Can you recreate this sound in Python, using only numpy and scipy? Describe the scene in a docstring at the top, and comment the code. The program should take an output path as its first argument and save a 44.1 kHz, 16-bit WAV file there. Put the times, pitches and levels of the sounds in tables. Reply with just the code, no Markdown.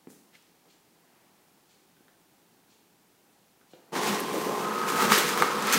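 """The motor of a folder inserter hums while its belts and rollers rattle the plastic housing.
Two sets of gears whine and chatter, sheets of paper scrape through the rollers, and the feed
mechanism clacks. It is heard from the control panel, in a quiet office. Before the machine starts
there are light knocks on its casing, tiny clicks, faint brushing and a distant tick,
then the snap of the start button."""
import sys
import numpy as np
from scipy import signal
from scipy.fft import rfft, irfft, next_fast_len
from scipy.io import wavfile
from scipy.ndimage import map_coordinates

SR = 44100
rng = np.random.default_rng(int(sys.argv[2]) if len(sys.argv) > 2 else 0)


def wrap_up_sound(samples):
    """Save the sound to the file named by the first command line argument, as 16-bit audio."""
    columns = np.atleast_2d(samples).T
    # keep every value between -1 and 1, then stretch to whole-number steps
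    tamed = np.clip(columns, -1, 1)
    steps = np.round(tamed * 32767).astype(np.int16)
    wavfile.write(sys.argv[1], SR, steps)


N = 254898
T = np.arange(N) / SR  # the time of every sample, in seconds


# The tones of the hum. Each row: multiple of the shaft speed, relative level in dB while a sheet
# is fed in, and while it is carried on.
HUM_TONES = [(7, 0.5, -1.5), (8, 4, -1.5), (9.05, -5, 1.5)]
# How the housing and the rollers ring. Each row: pitch in Hz, width in Hz, relative level in dB.
HOUSING_RING = [(158, 25, -8.5), (204, 28.6, -4), (265.3, 30, -5.5)]
ROLLER_RING = [(324.3, 59, -1.5), (372.6, 46, 2), (433, 55, 0.5), (489, 44, 0), (584, 60, -5.5)]
# The deep noise in the rumble. Each row: frequency in Hz, relative level in dB.
BOOM_SPECTRUM = [(20, -22), (50, -23), (80, -15.5), (130, 1), (250, -3.5), (600, -25)]
# The rollers strain on a sheet in all rows but the last; the last row is a low thump near the end. 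Each row:
# start and length in # seconds, extra rumble and rattle in dB.
ROLLER_STRAINS = [(3.942, 0.056, 7, 2), (4.079, 0.07, 10, 4), (4.203, .035, 6, 2.5), (4.33, 0.078, 2, 8),
                  (4.458, 0.075, 1.5, 7.5), (4.92, .045, 6, 1), (5.012, 0.13, 8, 6), (5.15, .06, 1.5, 6.5),
                  (5.398, 0.064, 4, 5), (5.745, .08, 8.5, 4)]

def motor(turns, load_db, handover):
    """The motor hums; belts and rollers shake the housing, harder when they strain on a sheet."""
    shake_db = 0.11 * load_db
    rumble_db, rattle_db, hum_db = -40.5 + shake_db, -38 + shake_db, -38.5 + shake_db
    for start, length, extra_rumble_db, extra_rattle_db in ROLLER_STRAINS:
        straining = ramp(start, takes_s=0.031) - ramp(start + length, takes_s=0.031)
        rumble_db = rumble_db + extra_rumble_db * straining
        rattle_db = rattle_db + extra_rattle_db * straining
    hum = np.zeros(N)
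    for multiple, feed_db, transport_db in HUM_TONES:
        level_db = feed_db + handover * (transport_db - feed_db)
        hum += amp(level_db) * shaft_tone(turns, multiple, slip=0.78, flutter_db=2)
    drone = shaft_tone(turns, 3.96, slip=1.0, flutter_db=1.5)  # where the housing rings most
    shake = unit(resonate(impacts(1200, spread_db=2), HOUSING_RING))
    boom = unit(coloured(rng.standard_normal(N), BOOM_SPECTRUM))
    rumble = unit(shake + amp(-4.5) * drone + amp(-12.5) * boom)
    throb = amp(1.5 * np.sin(np.pi * turns))  # the rollers turn at half the shaft speed
    rattle = unit(resonate(throb * impacts(1300, spread_db=3), ROLLER_RING))
    return amp(rumble_db) * rumble + amp(rattle_db) * rattle + amp(hum_db) * unit(hum)


HANDOVER_TAKES_S = 0.16  # how long the load takes to shift between the two sets of gears
# How each set of gears rings. Each row: pitch in Hz, width in Hz, relative level in dB.
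FEED_GEAR_RING = [(698, 165, -4.5), (879, 138, -0.5), (975, 69, 1), (1072, 127, 0), (1255, 264, -9)]
TRANSPORT_GEAR_RING = [(868, 95, -2.5), (1000, 154, -1), (1146, 76, 1.5), (1277, 153, 2.5), (1370, 61, 4),
                       (1470, 180, -3.5)]

def gears(turns, load_db, handover):
    """Meshing teeth whine and chatter; most of the load shifts from feed gears to transport gears."""
    transport_share = 0.67 * handover
    backlash = amp(1.7 * np.sin(2 * np.pi * turns + wobble(11)))  # the chatter swells once a turn
    feed = unit(resonate(backlash * impacts(1500, spread_db=3), FEED_GEAR_RING))
    transport = unit(resonate(backlash * impacts(1500, spread_db=4), TRANSPORT_GEAR_RING))
    chatter = np.sqrt(1 - transport_share) * feed + np.sqrt(transport_share) * transport
    feed_teeth, transport_teeth = 20, 24
    feed_whine = shaft_tone(turns, feed_teeth, slip=0.64, flutter_db=1)
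    transport_whine = handover * shaft_tone(turns, transport_teeth, slip=0.36, flutter_db=3.5)
    sheet_through = ramp(5.15, HANDOVER_TAKES_S)  # the transport gears ease off
    whine = amp(-40 - 2.5 * handover) * feed_whine + amp(-34.5 - 5 * sheet_through) * transport_whine
    return amp(-33.5 + 0.83 * load_db) * chatter + amp(0.5 * load_db) * whine


# Rollers pull a sheet. Each row: time of the peak in seconds, scrape level in dB, crisp edge
# in dB above the scrape, rise and decay in seconds.
SHEET_PULLS = [(3.96, -34, -12, 0.026, .08), (4.074, -31, -7, 0.072, .13), (4.34, -43.5, -1, 0.023, 0.53),
               (4.888, -33.5, -3.5, .01, 0.059), (5.026, -28.5, -5, 0.084, 0.094),
               (5.122, -21, -7.5, 0.015, 0.12), (5.184, -28, 1, 0.014, 0.014),
               (5.286, -31.5, -4, 0.019, .04), (5.38, -34, -7.5, .01, 0.27),
               (5.735, -23.5, -9.5, .055, .25), (5.736, -29, 2.5, .008, 0.027)]
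# The scrape, and a crisp edge also used by clacks and clicks.
# Each row: frequency in Hz, relative level in dB.
SCRAPE_SPECTRUM = [(100, -51), (700, -19), (1400, 0), (1900, 0.5), (2700, -2.5), (4000, -5), (6000, -8),
                   (8000, -15), (10000, -14.5), (15000, -47)]
CRISP_SPECTRUM = [(300, -62), (3000, -38), (6000, 2), (8500, 1.5), (10500, -2.5), (12700, 1), (15700, -3.5)]
# Paper squeaks on rubber. Each row: time in seconds, pitch in Hz, level in dB.
PAPER_SQUEAKS = [(4.204, 12600, -37), (4.205, 9700, -40), (5.184, 12800, -25), (5.741, 6330, -22.5)]

def paper(turns):
    """Sheets slip in tiny catches, pressed unevenly by the rollers, and squeak now and then."""
    scrape_power, crisp_power = amp(-42) ** 2, amp(-50) ** 2  # paper gliding between pulls
    for time, db, edge_db, rise, decay in SHEET_PULLS:
        pull = amp(db) * swell(time, rise, decay)
        scrape_power = scrape_power + pull ** 2
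        crisp_power = crisp_power + (amp(edge_db) * pull) ** 2
    grip = amp(0.75 * np.sin(4 * np.pi * turns) + 1.06 * wobble(60))
    scrape = coloured(grip * impacts(5000, spread_db=1), SCRAPE_SPECTRUM)
    scrape = unit(office(scrape, wet_db=-12))
    crisp = coloured(grip * impacts(4500, spread_db=-0.5), CRISP_SPECTRUM)
    crisp = unit(office(crisp, wet_db=-3))
    sheets = np.sqrt(scrape_power) * scrape + np.sqrt(crisp_power) * crisp
    for time, hz, db in PAPER_SQUEAKS:
        blip = amp(db - 4.3 * ((T - time) / 0.0041) ** 2)
        sheets += blip * np.sin(2 * np.pi * hz * T + wobble(600))
    return sheets


# The feed mechanism clacks. Each row: start in seconds, level in dB, sharp edge in dB above that.
FEED_CLACKS = [(3.953, -22, -12), (4.198, -33, 8), (4.334, -32, -1), (4.881, -25, -7), (5.022, -14.5, -8),
               (5.1135, -14, -11), (5.119, -7, -11), (5.375, -15.5, -8.5), (5.4218, -5, -18),
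               (5.624, -27, 4), (5.671, -20, -5), (5.726, -25.5, 12)]
# How a lever rings. Each row: pitch in Hz, width in Hz, relative level in dB.
LEVER_RING = [(846, 145, 1.5), (1224, 135, 5), (1490, 170, 1), (1710, 300, -4), (2230, 210, -6),
              (2780, 260, -18.5), (3860, 650, -17.5)]
# The rollers take up a sheet. Each row: start in seconds, peak level in dB.
ROLLER_BUMPS = [(4.216, -31), (4.337, -23.5), (4.348, -26), (4.364, -29), (4.399, -28), (4.461, -27.5),
                (4.49, -27), (5.216, -25)]

def clacks():
    """Clutches and levers snap against their stops; the rubber rollers only bump."""
    track = np.zeros(N)
    for start, db, edge_db in FEED_CLACKS:
        body = peak(resonate(blow(t60=0.041, rattle_db=-25), LEVER_RING))
        edge = peak(coloured(blow(t60=0.039, rattle_db=-13), CRISP_SPECTRUM))
        add(track, start, amp(db) * office(body + amp(edge_db) * edge, wet_db=-6))
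    for start, db in ROLLER_BUMPS:
        bump = peak(resonate(blow(t60=0.02, rattle_db=-33), ROLLER_RING))
        add(track, start, amp(db) * bump)
    return track


# The knocks. Each row: start in seconds, thud level in dB, then tick and ring in dB above the thud.
CASING_KNOCKS = [(0.072, -36.5, -24, -13), (0.102, -51, 0, -20), (0.132, -50, -15, -17),
                 (1.967, -58, 2, -30), (2.007, -54, -16, -20), (2.082, -57, 8.5, -28), (3.612, -58, 5, -30)]
# The thud and the tick of a knock. Each row: frequency in Hz, relative level in dB.
THUD_SPECTRUM = [(40, -41), (90, -22), (150, -2.5), (300, 2.5), (450, -3.5), (620, -16), (800, -15.5),
                 (1600, -27), (2500, -28), (5000, -51)]
TICK_SPECTRUM = [(100, -50), (500, -26), (1550, 9), (2300, -8), (3700, -5), (6000, -22), (14000, -30)]
# How the hollow casing rings. Each row: pitch in Hz, width in Hz, relative level in dB.
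HOLLOW_RING = [(180, 16, -5), (225, 16, -4), (278, 16, 2), (447, 20, -11), (763, 24, -20)]

def knocks():
    """Light knocks on the plastic casing: a dull thud, a small tick and a hollow ring."""
    track = np.zeros(N)
    for start, db, tick_db, ring_db in CASING_KNOCKS:
        thud = peak(coloured(blow(t60=0.053, rattle_db=-32.5), THUD_SPECTRUM))
        tick = peak(coloured(blow(t60=0.02, rattle_db=-12), TICK_SPECTRUM))
        ring = peak(resonate(blow(t60=0.004, rattle_db=-35), HOLLOW_RING))
        knock = thud + amp(tick_db) * tick + amp(ring_db) * ring
        add(track, start, amp(db) * office(knock, wet_db=-3.5))
    return track


PRESS_S = 3.734  # when the button is pressed
# How the button rings. Each row: pitch in Hz, width in Hz, relative level in dB.
BUTTON_RING = [(180, 40, -8), (330, 35, 0), (515, 90, -5), (760, 160, -12), (1550, 250, -21)]

def button():
    """The start button snaps through and knocks against the panel."""
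    track = np.zeros(N)
    knock = peak(resonate(blow(t60=0.046, rattle_db=-32), BUTTON_RING))
    snap = peak(resonate(blow(t60=0.04, rattle_db=-8), [(2800, 700, 0), (4100, 550, -2)]))
    add(track, PRESS_S, amp(-40) * office(knock + amp(-12) * snap, wet_db=-3))
    return track


# The clicks. Each row: start in seconds, peak level in dB.
PLASTIC_CLICKS = [(0.103, -41), (0.425, -46)]

def clicks():
    """Tiny dry clicks of plastic, close by."""
    track = np.zeros(N)
    for start, db in PLASTIC_CLICKS:
        click = peak(coloured(blow(t60=0.008, rattle_db=-14), CRISP_SPECTRUM))
        add(track, start, amp(db) * click)
    return track


# Soft swishes. Each row: time of the peak in seconds, level in dB, pitch and width in Hz,
# rise and decay in seconds.
BRUSH_SWISHES = [(.105, -58, 6760, 7000, 0.012, 0.091), (.353, -54, 1950, 500, 0.0094, 0.011),
                 (0.355, -59, 3000, 2200, 0.02, 0.011), (.37, -64.5, 2970, 3000, 0.02, 0.13),
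                 (.665, -63.5, 418, 500, .015, 0.033), (1.15, -69, 780, 300, 0.14, 0.21),
                 (1.15, -73, 1850, 900, .1, 0.2)]

def brushing():
    """Faint brushing and rustling close by: bands of noise that swell and fade."""
    return sum(amp(db) * swell(time, rise, decay) * ringing_noise([(hz, width_hz, 0)])
               for time, db, hz, width_hz, rise, decay in BRUSH_SWISHES)


# How the whirr rings. Each row: pitch in Hz, width in Hz, relative level in dB.
WHIRR_RING = [(198, 120, -1), (450, 200, -1), (756, 220, -1), (1800, 900, -12)]

def whirr():
    """A soft whirr sets in as the button is pressed."""
    return amp(-64.5) * ramp(PRESS_S, takes_s=0.03) * ringing_noise(WHIRR_RING)


# How the distant tick rings. Each row: pitch in Hz, width in Hz, relative level in dB.
DISTANT_TICK_RING = [(2310, 400, -3), (3210, 580, -2.5), (4300, 460, -0.5), (5600, 1300, -6.5),
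                     (7340, 1500, -7)]

def distant_tick():
    """A soft tick about once a second, blurred by the room."""
    ticking = sum(swell(time, rise=0.017, decay=0.1) for time in np.arange(0.704, T[-1], 1.003))
    return amp(-65) * ticking * ringing_noise(DISTANT_TICK_RING)


# The hush of the office. Each row: frequency in Hz, relative level in dB.
AIR_SPECTRUM = [(15, -42), (25, -18), (60, -19), (100, -12), (175, -2), (230, -3.5), (330, -3), (600, -10),
                (800, -7), (1150, -12.5), (1900, -15), (3100, -17), (10800, -20.5), (15700, -20)]

def still_air():
    """The office air makes a faint, almost steady hush."""
    return amp(-63.5 + 0.19 * wobble(4.1)) * unit(coloured(rng.standard_normal(N), AIR_SPECTRUM))


# The room's echo. Each row: frequency in Hz, seconds it takes to fade by 60 dB.
ECHO_TIMES = [(150, 0.47), (1000, 0.57), (5000, 0.38), (15000, 0.27)]

def office(x, wet_db):
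    """Add the room's echo at a relative level of wet_db; its treble dies first."""
    hz, t, noise = signal.stft(rng.standard_normal(SR // 2), SR, nperseg=256)
    fade = amp(-60 * t / along(ECHO_TIMES, hz)[:, None])
    tail = signal.istft(noise * fade, SR, nperseg=256)[1]
    tail = np.pad(tail / np.linalg.norm(tail), (SR // 250, 0))  # arrives 4 ms late
    return x + amp(wet_db) * signal.fftconvolve(x, tail)[:len(x)]


def shaft_tone(turns, multiple, slip, flutter_db):
    """A tone at a multiple of the shaft speed; loose belts make its phase and strength wander."""
    return unit(amp(flutter_db * wobble(25)) * np.sin(2 * np.pi * multiple * turns + slip * wobble(22)))


def impacts(rate, spread_db):
    """Random tiny contacts, rate a second, of uneven force."""
    contacts = (rng.random(N) < rate / SR) * rng.choice([-1, 1], N)
    return contacts * amp(spread_db * np.clip(rng.standard_normal(N), -2, 2))


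def blow(t60, rattle_db):
    """A single push, then chatter that fades by 60 dB in t60 seconds."""
    t = np.arange(SR // 2) / SR
    force = amp(rattle_db - 60 * t / t60) * rng.standard_normal(len(t))
    force[0] = 1
    return force


def ringing_noise(modes):
    """Steady noise that rings at the given pitches."""
    return unit(resonate(rng.standard_normal(N), modes))


def resonate(x, modes):
    """Make x ring at the given pitches, with little sound below the lowest."""
    def response(f):
        ring = sum((-1) ** k * amp(db) * 1j * f * width / (hz * hz - f * f + 1j * f * width)
                   for k, (hz, width, db) in enumerate(modes))
        bass_cut = 1j * f / (1j * f + modes[0][0])
        treble_cut = 1 / (1 + 0.5j * f / modes[-1][0])
        return ring * bass_cut * treble_cut
    return filtered(x, response)


def coloured(x, spectrum):
    """Shape x with a spectrum, using a filter that never rings ahead of the sound."""
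    size = 2 ** 13
    gains = amp(along(spectrum, np.fft.rfftfreq(size, 1 / SR)))
    cepstrum = irfft(np.log(gains))
    cepstrum[1:size // 2] *= 2
    cepstrum[size // 2 + 1:] = 0
    impulse_response = irfft(np.exp(rfft(cepstrum)))
    return signal.fftconvolve(x, impulse_response)[:len(x)]


def filtered(x, response):
    """Multiply each frequency in x by response(frequency)."""
    size = next_fast_len(len(x) + SR // 4)
    return irfft(rfft(x, size) * response(np.fft.rfftfreq(size, 1 / SR)), size)[:len(x)]


def along(points, hz):
    """Read between (Hz, value) points on a log axis."""
    frequencies, values = np.transpose(points)
    return np.interp(np.log(hz + 1), np.log(frequencies + 1), values)


def curve(points):
    """Join (seconds, value) points with straight lines."""
    return np.interp(T, *np.transpose(points))


def wobble(rate):
    """A smooth curve drawn from rate random values a second."""
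    return map_coordinates(rng.standard_normal(int(N * rate / SR) + 4), [T * rate], order=2)


def ramp(time, takes_s):
    """A change from 0 to 1, halfway at the given time."""
    return np.clip((T - time) / takes_s + 0.5, 0, 1)


def swell(time, rise, decay):
    """Grow to 1 at the given time, then die away."""
    return np.exp(-np.abs(T - time) / np.where(T < time, rise, decay))


def add(track, start, sound):
    """Mix a sound into a track, start seconds in."""
    part = track[max(round(start * SR), 0):][:len(sound)]
    part += sound[:len(part)]


def amp(db):
    """Turn decibels into a gain."""
    return 10 ** (np.asarray(db) / 20)


def unit(x):
    """Scale to an average strength (rms) of 1."""
    return x / np.sqrt(np.mean(x ** 2) + 1e-20)


def peak(x):
    """Scale to a peak of 1."""
    return x / np.max(np.abs(x))


# How fast the motor shaft spins. Each row: time in seconds, turns a second.
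SHAFT_SPEED = [(3.92, 43.78), (4.02, 52.26), (4.5, 52.08), (4.7, 52.78), (5.1, 52.73), (5.3, 53.23),
               (5.55, 53.87), (5.78, 54.97)]
# How hard the drive works. Each row: time in seconds, relative load in dB.
DRIVE_LOAD = [(3.95, -0.5), (4.14, -0.5), (4.19, -7), (4.3, -6.5), (4.52, -1.5), (4.82, -2), (5.04, 5.5),
              (5.16, 3), (5.25, -0.5), (5.46, 0.5), (5.6, 0), (5.78, 2.5)]

def scene():
    """One shaft drives motor, gears and paper once the machine starts up in the quiet office."""
    switch_on_s, clutch_s, grab_s, idle_db = 3.926, 3.964, 0.015, -3.5
    turns = np.cumsum(curve(SHAFT_SPEED)) / SR
    load_db = curve(DRIVE_LOAD)
    load_db -= load_db[T > clutch_s].mean()  # 0 dB is now the average working load
    handover = ramp(4.64, HANDOVER_TAKES_S)  # 0 while a sheet is fed in, 1 while it is carried on
    idling = 1 - ramp(clutch_s, grab_s)  # quieter until the clutch grabs
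    running = ramp(switch_on_s, grab_s) * amp(idle_db * idling)
    drive = motor(turns, load_db, handover) + gears(turns, load_db, handover) + paper(turns)
    machine = running * drive + clacks() + knocks() + clicks() + button()
    return machine + still_air() + whirr() + distant_tick() + brushing()


def record(dry):
    """Cut off the very highest treble."""
    return filtered(dry, lambda hz: hz < 15800)


dry = scene()
out = record(dry)
wrap_up_sound(out)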